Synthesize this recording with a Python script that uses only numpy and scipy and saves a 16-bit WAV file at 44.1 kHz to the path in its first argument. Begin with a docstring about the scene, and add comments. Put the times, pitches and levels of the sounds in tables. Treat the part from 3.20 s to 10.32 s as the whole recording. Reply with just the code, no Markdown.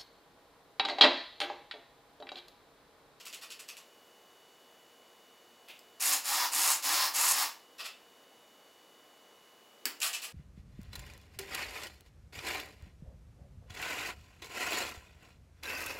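"""A small, quiet workshop, one mono microphone close to the servos of a model jet.
Short nudges knock the gears and ring the servo case; a pushrod clacks across its slack and thuds in the
hollow airframe. A hinge creaks, then the motor drives a control surface through six full strokes,
growling, whirring and rattling. A few more nudges and clacks follow. Underneath, the servos whine
faintly as they hold position, over soft room tone."""
import sys
import numpy as np
from scipy import signal
from scipy.fft import rfft, irfft
from scipy.io import wavfile

SR = 44100
rng = np.random.default_rng(int(sys.argv[2]) if len(sys.argv) > 2 else 0)


def unload_wav(signal):
    """Save mono or channel-first audio to the path in sys.argv[1] as 16-bit WAV at rate SR, clipped to [-1, 1]."""
    wavfile.write(
        sys.argv[1],
        SR,
        np.round(np.clip(np.atleast_2d(signal).T, -1, 1) * 32767).astype(np.int16),
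    )


N = 314193
TIME = np.arange(N) / SR


def undb(db):
    """Decibels to gain."""
    return 10 ** (np.asarray(db) / 20)


def unit(x):
    """Scale to rms 1."""
    return x / np.sqrt(np.mean(x ** 2))


def unit_energy(x):
    """Scale a response so that it passes white noise at gain 1."""
    return x / np.sqrt(np.sum(x ** 2))


def through(x, response):
    """Pass a sound through an impulse response."""
    return signal.fftconvolve(x, response)[:N]


def walk(rate):
    """Random drift with rate new values a second and a spread near 1."""
    return np.interp(TIME * rate, np.arange(N), rng.standard_normal(N))


def arch(start, length):
    """Half a sine: a swell from nothing to 1 and back."""
    return np.sin(np.pi * np.clip((TIME - start) / length, 0, 1)).clip(0)


def turns(hz, wobble):
    """Running count of cycles at a wavering rate."""
    return np.cumsum(hz * (1 + wobble * walk(rate=100))) / SR


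def colour(points, size=4096):
    """Minimum-phase response with the given spectrum, rolling off below its first point."""
    hz, db = np.transpose(points)
    f = np.maximum(np.arange(size // 2 + 1) * SR / size, 1)
    gain = undb(np.interp(np.log(f), np.log(hz), db)) * np.minimum(f / hz[0], 1) ** 2
    cepstrum = irfft(np.log(gain))
    cepstrum[1:size // 2] *= 2
    cepstrum[size // 2 + 1:] = 0
    return unit_energy(irfft(np.exp(rfft(cepstrum))))


def ring(modes):
    """Response of a few damped resonances; the wider ones die sooner."""
    t = TIME[:SR // 2]
    motion = sum(undb(db) * width / hz * np.exp(-np.pi * width * t) * np.sin(2 * np.pi * hz * t)
                 for hz, width, db in modes)
    return unit_energy(np.diff(motion))


def contacts(phase, scatter_db, decay_s):
    """A scrape of uneven strength at each wrap of a phase, dying quickly."""
    wraps = np.diff(np.floor(phase), prepend=0) > 0
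    sizes = wraps * undb(scatter_db * np.clip(rng.standard_normal(N), -2, 2))
    envelope = signal.lfilter([1], [1, -np.exp(-1 / (decay_s * SR))], sizes)
    return unit(envelope * rng.standard_normal(N))


def room(x, wet_db, low_t60_s=0.35, high_t60_s=0.21):
    """At the microphone: direct sound, then the workshop's dense echoes, whose treble dies first."""
    t = TIME[:SR // 2]
    noise = rng.standard_normal(len(t))
    low = signal.sosfilt(signal.butter(1, 3000, fs=SR, output="sos"), noise)
    tail = low * undb(-60 * t / low_t60_s) + (noise - low) * undb(-60 * t / high_t60_s)
    build_up = np.clip(t / 0.0014 - 1, 0, 1)
    response = undb(wet_db) * unit_energy(tail * build_up)
    response[0] = 1  # the direct path
    return through(x, unit_energy(response))


# Spectrum of the workshop's air: (frequency [Hz], relative level [dB])
AIR_SPECTRUM = [(30, -36), (70, -17.5), (140, -13.5), (220, -4.5), (420, 0), (650, -0.5), (1200, -5),
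                (2300, -10), (5500, -15), (6900, -13.5), (8000, -17), (16000, -20)]
def room_tone():
    """The soft, steady hiss of the room around the microphone."""
    return undb(-61.35) * unit(through(rng.standard_normal(N), colour(AIR_SPECTRUM)))


# Overtones of the servos' 59 Hz command rate: (frequency [Hz], rms level [dB])
WHINE_LINES = [(473.7, -75.5), (1061, -77.5), (2003, -85.5), (2180, -85), (2826, -87.5), (2885, -80),
               (2945, -69), (3004, -85), (3413, -84.5), (3591, -84.5), (3650, -84), (3709, -82),
               (4474, -82.5), (4533, -82)]
def holding_whine():
    """Servos holding position whine, faint even this close; the weaker lines swell and fade."""
    loudest_db = max(db for hz, db in WHINE_LINES)
    whine = 0
    for hz, db in WHINE_LINES:
        swell_db = 0.12 * (loudest_db - db) * walk(rate=2.4)
        phase = turns(hz, wobble=0.00044) + rng.random()
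        whine += undb(db + swell_db) * np.sqrt(2) * np.sin(2 * np.pi * phase)
    return whine


# Spectra of drive knocks, meshing gears and slack teeth: (frequency [Hz], relative level [dB])
KNOCK_SPECTRUM = [(600, -32), (1200, -16.5), (2100, -8), (2700, 3), (3700, -7), (4500, -3), (6200, -7),
                  (7700, -1.5), (9000, -10), (12300, -10.5), (16000, -21)]
WHIR_SPECTRUM = [(230, -30.5), (500, -16), (680, -4), (1500, -3), (1900, -0.5), (2300, -3.5), (3500, -3),
                 (4500, 0.5), (5300, 2.5), (6000, -4), (7500, -6), (12500, -8), (14300, -6), (16000, -8)]
RATTLE_SPECTRUM = [(1500, -17.5), (2200, -14), (2650, 0), (3400, -26), (5800, -6.5), (6700, 3.5),
                   (8000, 2.5), (10000, 1), (12000, -2), (13500, -7), (16000, -22)]
# The servo case in its wooden mount: (frequency [Hz], width [Hz], relative level [dB])
CASE_MODES = [(620, 130, 1.5), (1160, 530, 4), (1900, 270, -2.5), (2600, 350, 9.5), (3360, 380, 0),
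              (4500, 570, -12)]
# Short moves, at relative levels: (time [s], length [s], knocks [dB], whir [dB], case ring [dB])
NUDGE_MOVES = [ (-.012, .033, -54, -57, -48.5), (0.052, 0.032, -48.5, -63, -50),
               (.128, 0.024, -45, -56, -50), (.212, 0.039, -52.5, -49, -47), (0.301, .027, -47.5, -58, -55),
               (0.393, 0.017, -44.5, -51, -50), (0.482, 0.023, -47, -54, -50),
               (.569, 0.02, -48.5, -60, -53), (4.582, 0.041, -52, -49, -38), (4.641, 0.037, -48, -42, -38),
               (6.804, 0.028, -47, -35, -44), (6.817, 0.065, -40, -23.5, -41),
               (6.931, 0.028, -37.5, -36, -40), (7.022, 0.04, -44.5, -34.5, -45.5), ]
def nudges(drive_hz=302.6):
    """Each drive pulse knocks the gears; as the motor gets going they whir and ring the case."""
    knock_gain, whir_gain, case_gain, pulse_count = np.zeros((4, N))
    for start, length, knock_db, whir_db, case_db in NUDGE_MOVES:
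        age = np.clip(TIME - start, 0, length)
        speed = arch(start, length)
        knock_gain += undb(knock_db) * (age > 0) * (age < length) * (1 + 0.16 * speed)
        whir_gain += undb(whir_db) * speed
        case_gain += undb(case_db) * speed
        pulse_count += np.ceil(age * drive_hz)  # the first pulse comes at once
    pulses = contacts(pulse_count, scatter_db=2.5, decay_s=0.00085)
    teeth = contacts(turns(900, wobble=0.2), scatter_db=2.5, decay_s=0.0022)
    knocks = undb(-10.5) * through(pulses, colour(KNOCK_SPECTRUM)) * knock_gain
    mesh = through(teeth, colour(WHIR_SPECTRUM))
    rattle = through(teeth, colour(RATTLE_SPECTRUM))
    whir = (undb(-9.5) * mesh + undb(-11) * rattle) * whir_gain
    case = undb(-1.5) * unit(through(mesh, ring(CASE_MODES))) * case_gain
    return room(knocks, wet_db=-0.5) + room(whir + case, wet_db=1.5)


# Ring of the metal linkage and of the airframe: (frequency [Hz], width [Hz], relative level [dB])
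LINKAGE_MODES = [(5000, 360, 3), (5460, 630, -3), (7600, 1400, 0), (9100, 410, -21), (11500, 800, -2),
                 (14200, 1100, -5)]
AIRFRAME_MODES = [(247, 18, 5), (356, 27, -6)]
# Spectrum of the airframe's thud: (frequency [Hz], relative level [dB])
THUD_SPECTRUM = [(170, -29), (290, 1.5), (550, -9), (1200, 1.5), (2700, 3.5), (4000, -3.5), (9000, -4)]
# Pushrod jumps, at relative levels: (time [s], snap [dB], thud [dB])
PUSHROD_JUMPS = [(0.055, -9, -36), (2.485, -30, -18), (2.591, -17.5, -48), (6.6545, 10, 2), (6.661, -5, -8),
                 (6.802, -5, -20), (7.018, -10, -40)]
def linkage_clacks():
    """A pushrod jumps across its slack: a close, bright snap, and a roomier thud in the airframe."""
    snaps, blows = np.zeros((2, N))
    for start, snap_db, thud_db in PUSHROD_JUMPS:
        age = np.maximum(TIME - start, 0)
        burst = age * np.exp(-age / 0.00097) * rng.standard_normal(N)
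        snaps += undb(snap_db) * unit_energy(burst)
        blows[int((start + 0.001) * SR)] += undb(thud_db)  # the shell answers a moment later
    metal = undb(-11.5) * through(snaps, ring(LINKAGE_MODES))
    thud = through(blows, colour(THUD_SPECTRUM))
    body = undb(-8) * thud + undb(-23) * through(thud, ring(AIRFRAME_MODES))
    return room(metal, wet_db=-5) + room(body, wet_db=5.5)


# Spectrum of the rubbing hinge: (frequency [Hz], relative level [dB])
HINGE_SPECTRUM = [(500, -6.5), (1800, -12), (2600, 3.5), (3400, -0.5), (4600, -9), (8000, -19),
                  (15000, -18)]
# Soft creaks: (time [s], length [s], level [dB])
HINGE_CREAKS = [(2.475, 0.052, -49), (2.524, 0.067, -57.5)]
def hinge_creak():
    """A hinge sticks and slips as a control surface settles."""
    slips = contacts(turns(500, wobble=0.2), scatter_db=2.5, decay_s=0.0015)
    pressure = sum(undb(db) * arch(start, length) for start, length, db in HINGE_CREAKS)
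    return room(through(slips, colour(HINGE_SPECTRUM)) * pressure, wet_db=-1)


# Strokes to and fro, at relative levels: (time [s], driven for [s], gear take-up [s],
# target speed [Hz], growl [dB], whir [dB], rattle [dB], rattle drift [dB/s])
FULL_STROKES = [ (2.796, 0.15, 0.015, 302.6, -41.5, -33.5, -28, 1),
                (3.033, 0.22, 0.027, 319.8, -34, -34, -31, -24),
                (3.312, 0.21, 0.016, 352.4, -37, -34, -30, 15),
                (3.618, 0.24, 0.018, 345.2, -36, -33, -30.5, -17),
                (3.932, 0.19, 0.0092, 352, -35.5, -34, -28, 2), (4.126, 0.1, .01, 324, -32, -32.5, -34, 22),
                ]
def stroke_motion(crawl_hz=218.1, spin_up_s=0.16, brake_hz_per_s=850):
    """Motor speed and levels as each stroke takes up the gears, spins up from a crawl, then brakes."""
    table = np.array(FULL_STROKES)
    current = np.maximum(np.searchsorted(table[:, 0], TIME) - 1, 0)
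    start, driven, take_up, target_hz, growl_db, whir_db, rattle_db, drift = table[current].T
    age = np.maximum(TIME - start, 0)
    braking_s = np.maximum(age - driven, 0)
    spin_up = np.sin(np.pi / 2 * np.minimum(age / spin_up_s, 1))
    driven_hz = crawl_hz + (target_hz - crawl_hz) * spin_up
    speed_hz = np.maximum(driven_hz - brake_hz_per_s * braking_s, crawl_hz)
    growl_db -= 0.22 * np.maximum(308.6 - speed_hz, 0)  # a slow motor growls less
    rattle_db += drift * np.minimum(age, driven)
    # under braking each sound dies at its own rate, in dB a second
    growl_db -= 260 * braking_s
    whir_db -= 203 * braking_s
    rattle_db -= 330 * braking_s
    meshed = 1 - np.exp(-age / take_up)
    return speed_hz, growl_db, whir_db, rattle_db, meshed


def backlash(shaft, gain, slams_per_s=70):
    """Slack teeth chatter twice a turn; at random one slams across its whole play."""
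    slam_count = np.cumsum(rng.random(N) < slams_per_s / SR)
    slams = undb(-9.5) * contacts(slam_count, scatter_db=2, decay_s=0.0002)
    chatter = undb(-3) * contacts(2 * shaft, scatter_db=4, decay_s=0.00074)
    loose = room(chatter * gain, wet_db=-3) + room(slams * gain, wet_db=4)
    return through(loose, colour(RATTLE_SPECTRUM))


# Motor tone: (harmonic [multiple of the turn rate], relative level [dB])
MOTOR_HARMONICS = [(2, -13), (3, 8), (4, 1)]
# Wing skin, shaken by the motor: (frequency [Hz], width [Hz], relative level [dB])
SKIN_MODES = [(908, 46, 1), (1035, 80, 1.5), (1176, 93, -1)]
def servo_strokes():
    """Close to the microphone, the motor growls in the wing skin while its gears whir and rattle."""
    speed_hz, growl_db, whir_db, rattle_db, meshed = stroke_motion()
    shaft = turns(speed_hz, wobble=0.035)
    tone = unit(sum(undb(db) * np.sin(2 * np.pi * (k * shaft + rng.random()))
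                    for k, db in MOTOR_HARMONICS))
    # a three-pole motor jerks the gears three times a turn
    teeth = through(contacts(3 * shaft, scatter_db=0.5, decay_s=0.001), colour(WHIR_SPECTRUM))
    tone *= 1 + 0.42 * walk(rate=260)  # the load changes from tooth to tooth
    skin = unit(through(teeth, ring(SKIN_MODES)))
    growl = (undb(-7.5) * tone + undb(-8.5) * skin) * undb(growl_db) * meshed
    # the rotor's unbalance hums once a turn, but only a fast rotor shakes the airframe
    shake = np.clip((speed_hz - 245) / 35, 0, 1) * undb(3.5 * walk(rate=35))
    hum = np.sin(2 * np.pi * shaft) * shake
    whir = (undb(0.5) * teeth + undb(-24) * hum) * undb(whir_db) * meshed
    # the rattle comes in fully only where it stands out from the smooth whir
    slack = np.clip(1.5 + (rattle_db - whir_db - 5.5) / 7, 0.1, 1)
    rattle = backlash(shaft, gain=slack * undb(rattle_db) * meshed)
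    return room(growl + whir, wet_db=-6) + rattle


def scene():
    """Everything at the one microphone, the same in both channels."""
    mono = room_tone() + holding_whine() + nudges() + linkage_clacks() + hinge_creak() + servo_strokes()
    return np.tile(mono, (2, 1))


def record(dry, notch_hz=8580, top_hz=15800):
    """The recorder has a narrow notch in the treble and cuts the top."""
    notched = signal.lfilter(*signal.iirnotch(notch_hz, Q=17.5, fs=SR), dry)
    return signal.sosfilt(signal.ellip(10, 0.2, 80, top_hz, fs=SR, output="sos"), notched)


dry = scene()
out = record(dry)
unload_wav(out)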